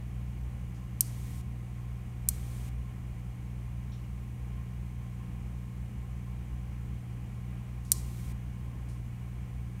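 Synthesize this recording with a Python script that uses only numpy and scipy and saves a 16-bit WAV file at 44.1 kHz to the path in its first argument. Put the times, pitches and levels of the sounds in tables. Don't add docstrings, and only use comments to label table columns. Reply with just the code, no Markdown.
import sys
import numpy as np
from scipy import signal
from scipy.fft import rfft, irfft
from scipy.io import wavfile
from scipy.ndimage import uniform_filter1d, minimum_filter1d

SR = 44100
rng = np.random.default_rng(int(sys.argv[2]) if len(sys.argv) > 2 else 0)


def to_wav(sig):
    pcm = np.clip(np.atleast_2d(sig), -1, 1) * 32767
    pcm = np.round(pcm).astype(np.int16)
    wavfile.write(sys.argv[1], SR, pcm.T)


N = 432178


def amp(db):
    return 10 ** (np.asarray(db) / 20)


def unit_level(x):
    return x / np.sqrt(np.mean(x ** 2) + 1e-20)


def curve(points, hz):
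    point_hz, value = np.transpose(points)
    return np.interp(np.log(hz + 1), np.log(point_hz + 1), value)


def add(mix, start_s, sound):
    part = mix[round(start_s * SR):][:len(sound)]
    part += sound[:len(part)]


def frequencies(x):
    return np.fft.rfftfreq(len(x), 1 / SR)


def equalize(x, db):
    return irfft(rfft(x) * amp(db), len(x))


def equalize_hit(x, db):
    cepstrum = irfft(np.log(amp(db)), len(x))
    cepstrum[1:len(x) // 2] *= 2
    cepstrum[len(x) // 2 + 1:] = 0
    return irfft(rfft(x) * np.exp(rfft(cepstrum)), len(x))


def hump(hz, centre_hz, octaves):
    return np.exp(-.5 * (np.log2((hz + 1) / centre_hz) / octaves) ** 2)


def noise_band(length, centre_hz, octaves):
    noise = rng.standard_normal(length)
    return unit_level(irfft(rfft(noise) * hump(frequencies(noise), centre_hz, octaves), length))


def drift(rate_hz):
    noise = rng.standard_normal(N)
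    return unit_level(irfft(rfft(noise) * np.exp(-(frequencies(noise) / rate_hz) ** 2), N))


def low_pass(x, edge_hz):
    return signal.oaconvolve(x, signal.firwin(255, edge_hz, window=("kaiser", 9), fs=SR), "same")


# frequency in Hz, level in dB per Hz.
EQUIPMENT_RUMBLE = [(15, -87), (24, -80), (35, -73), (46, -65.5), (63, -58), (82, -67), (120, -73.5),
                    (180, -74), (240, -77.5), (290, -81.5), (420, -88), (600, -91), (1200, -93),
                    (1550, -97.5)]
# frequency in Hz, level in dB per Hz.
WATER_HISS = [(1950, -94), (2400, -93), (2700, -99), (3300, -99), (4000, -100.5), (5000, -102), (6200, -99),
              (7700, -99), (9000, -96.5), (10000, -99), (10400, -103.5), (11200, -99.5), (15700, -105)]
# frequency in Hz, width in Hz, boost in dB.
HOUSING_RESONANCES = [(199.5, 4.6, 6), (211.3, 12, 8.5), (351.2, 12, 4.5), (761.5, 25, 6), (802, 17, 5.5),
                      (2229, 28.7, 4.5), (2860, 59.8, 7.5), (3200, 60, 5), (6203, 58, 5.5), (7130, 40, 6.5)]

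def wash(swell_db=.5, swell_hz=5):
    noise = rng.standard_normal(N) * np.sqrt(SR / 2)
    hz = frequencies(noise)
    boost_db = sum(db / (1 + (2 * (hz - centre) / width) ** 2)
                   for centre, width, db in HOUSING_RESONANCES)
    noise = equalize(noise, curve(EQUIPMENT_RUMBLE + WATER_HISS, hz) + boost_db)
    noise = low_pass(noise, edge_hz=15800)
    water = low_pass(noise, edge_hz=3400)
    steady_hiss = noise - water
    return steady_hiss + water * amp(swell_db * drift(swell_hz))


MAINS_HZ = 60
# multiple of the mains frequency, level in dB, waver in dB.
HUM_TONES = [(1, -42, 1.2), (2, -40, 0.6), (3, -49.5, 1.13), (5, -68.5, 1.9), (6, -76, 1.8), (7, -78, 1.8),
             (8, -70.5, 1.7), (12, -75.5, 2.1), (15, -80, 1.8), (27, -79, 2)]

def pump_hum():
    mains_phase = 2 * np.pi * MAINS_HZ * np.arange(N) / SR
    hum = np.zeros(N)
    for multiple, db, waver_db in HUM_TONES:
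        height = np.sqrt(2) * amp(db + waver_db * drift(rate_hz=3.2))
        hum -= height * np.sin(multiple * mains_phase + .093 * drift(rate_hz=1.5))
    return hum


def impeller_whirr(start_db=-69.5, rise_db_per_s=.2, surge_db=1.1, throb_depth=.28):
    t = np.arange(N) / SR
    whirr = noise_band(N, centre_hz=1060, octaves=.031)
    surge = amp(surge_db * drift(rate_hz=5))
    throb = 1 + throb_depth * np.cos(2 * np.pi * MAINS_HZ * t)
    return amp(start_db + rise_db_per_s * t) * unit_level(whirr * surge * throb)


# start in seconds, level in dB, centre in Hz, width in octaves,
# level of the ring against the puff in dB, seconds to fade by 60 dB.
FAINT_TICKS = [(.745, -59, 6300, .5, -12, .4), (3.919, -55.5, 3760, .23, -1, .3),
               (7.848, -52, 6700, .67, -9, .6), (8.886, -54, 6100, 0.64, -1, .4)]

def tick(db, centre_hz, octaves, ring_db, fade_s, attack_s=.0014):
    t = np.arange(SR // 2) / SR
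    puff = noise_band(len(t), centre_hz, octaves)
    ring = amp(ring_db) * noise_band(len(t), 1.5 * centre_hz, octaves=.09)
    return amp(db - 60 * t / fade_s) * np.minimum(t / attack_s, 1) * (puff + ring)


# frequency in Hz, seconds to fade by 60 dB.
ROOM_FADE = [(1000, .5), (6000, .44), (10000, .36), (15000, .31)]
# frequency in Hz, level against the snap in dB.
ROOM_LEVELS = [(1000, -27.5), (3000, -20), (4400, -16.5), (6200, -21.5), (8200, -24.5), (9700, -29),
               (10800, -25.5), (13000, -29), (15300, -29)]

def room_echo(x, far_wall_s=.066, far_wall_db=5.5, far_wall_width_s=.02, attack_s=.003):
    hz, t, noise_spectra = signal.stft(rng.standard_normal(SR // 2), SR)
    swell_db = far_wall_db * np.exp(-((t - far_wall_s) / far_wall_width_s) ** 2)
    fade_db = -60 * t / curve(ROOM_FADE, hz)[:, None]
    _, tail = signal.istft(noise_spectra * amp(swell_db + fade_db), SR)
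    tail *= np.minimum(np.arange(len(tail)) / SR / attack_s, 1)
    tail = equalize_hit(tail / np.linalg.norm(tail), curve(ROOM_LEVELS, frequencies(tail)))
    return signal.oaconvolve(x, tail)[:N]


# frequency in Hz, gain in dB.
PANE_GAINS = [(1000, -13), (3200, 2.5), (4200, 2.5), (5200, 0.5), (9500, -4.5), (11500, -6.5),
              (15500, -4.5)]
# frequency in Hz, level in dB, seconds to fade by 60 dB.
GLASS_TONES = [(3850, -41, .035), (4300, -36, .026), (5660, -41, .026), (6160, -35, .023),
               (6980, -42, .025), (7280, -39, .016), (8250, -38, .017), (8930, -35, .014),
               (9820, -35, .012), (11150, -43, .02), (13600, -41, .014)]
# frequency in Hz, gain in dB.
CRACK_COLOUR = [(200, -40), (1000, -27), (2500, -22.5), (3700, -21.5), (4400, -13), (6000, -5.5),
                (8000, 2.5), (9700, 6), (10500, -1.5), (12000, 3.5), (14200, 0.5), (15400, -8),
                (16500, -33)]
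# start in seconds, strength in dB, extra body in dB, extra treble in dB,
# level of the echoes in the tank in dB, seconds for most of them to fade by 60 dB.
CLAW_SNAPS = [(1.0079, 6.5, 1, 2, 1.5, 0.014), (2.288, 4.5, 0, 4.5, 0, 0.015),
              (7.9181, 10, 4, -0.5, 0, 0.019)]

def claw_snap(db, body_db, treble_db, echoes_db, fade_s, glass_db=3, linger_db=-25, linger_s=.077):
    t = np.arange(2 ** 12) / SR
    hz = frequencies(t)
    fade = amp(-60 * t / fade_s) + amp(linger_db - 60 * t / linger_s)
    echoes = rng.choice([-1, 1], len(t)) * fade * (t > .0003)
    crack = amp(echoes_db) * equalize_hit(echoes / np.linalg.norm(echoes), curve(PANE_GAINS, hz))
    crack[0] += 1
    for tone_hz, tone_db, ring_s in GLASS_TONES:
        crack += amp(glass_db + tone_db - 60 * t / ring_s) * np.cos(2 * np.pi * tone_hz * t)
    bubble_db = body_db * hump(hz, 4100, octaves=.51) + treble_db * hump(hz, 15500, octaves=.2)
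    return amp(db) * equalize_hit(crack, curve(CRACK_COLOUR, hz) + bubble_db)


def scene():
    snaps, ticks = np.zeros(N), np.zeros(N)
    for start_s, *settings in CLAW_SNAPS:
        add(snaps, start_s, claw_snap(*settings))
    for start_s, *settings in FAINT_TICKS:
        add(ticks, start_s, tick(*settings))
    return (snaps + room_echo(snaps) + ticks + pump_hum() + impeller_whirr() + wash())[None]


# frequency in Hz, gain in dB.
SUPPRESSOR_GAINS = [(150, -1), (350, -1.5), (1500, -1.5), (2900, -2.5), (3600, -7.5), (6500, -9),
                    (9000, -10.5), (15000, -9)]

def record(dry, open_above=.15, hold_s=.403, ceiling=.96):
    x, t = dry[0], np.arange(N) / SR
    last_loud_s = np.maximum.accumulate(np.where(abs(x) > open_above, t, -np.inf))
    is_open = t - last_loud_s < hold_s
    openness = uniform_filter1d(is_open.astype(float), size=128)
    suppressed = equalize(x, curve(SUPPRESSOR_GAINS, frequencies(x)))
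    x = openness * x + (1 - openness) * suppressed
    allowed_gain = ceiling / np.maximum(abs(x), ceiling)
    limiter_gain = uniform_filter1d(minimum_filter1d(allowed_gain, size=11), size=11)
    return low_pass(x * limiter_gain, edge_hz=16700)[None]


dry = scene()
out = record(dry)
to_wav(out)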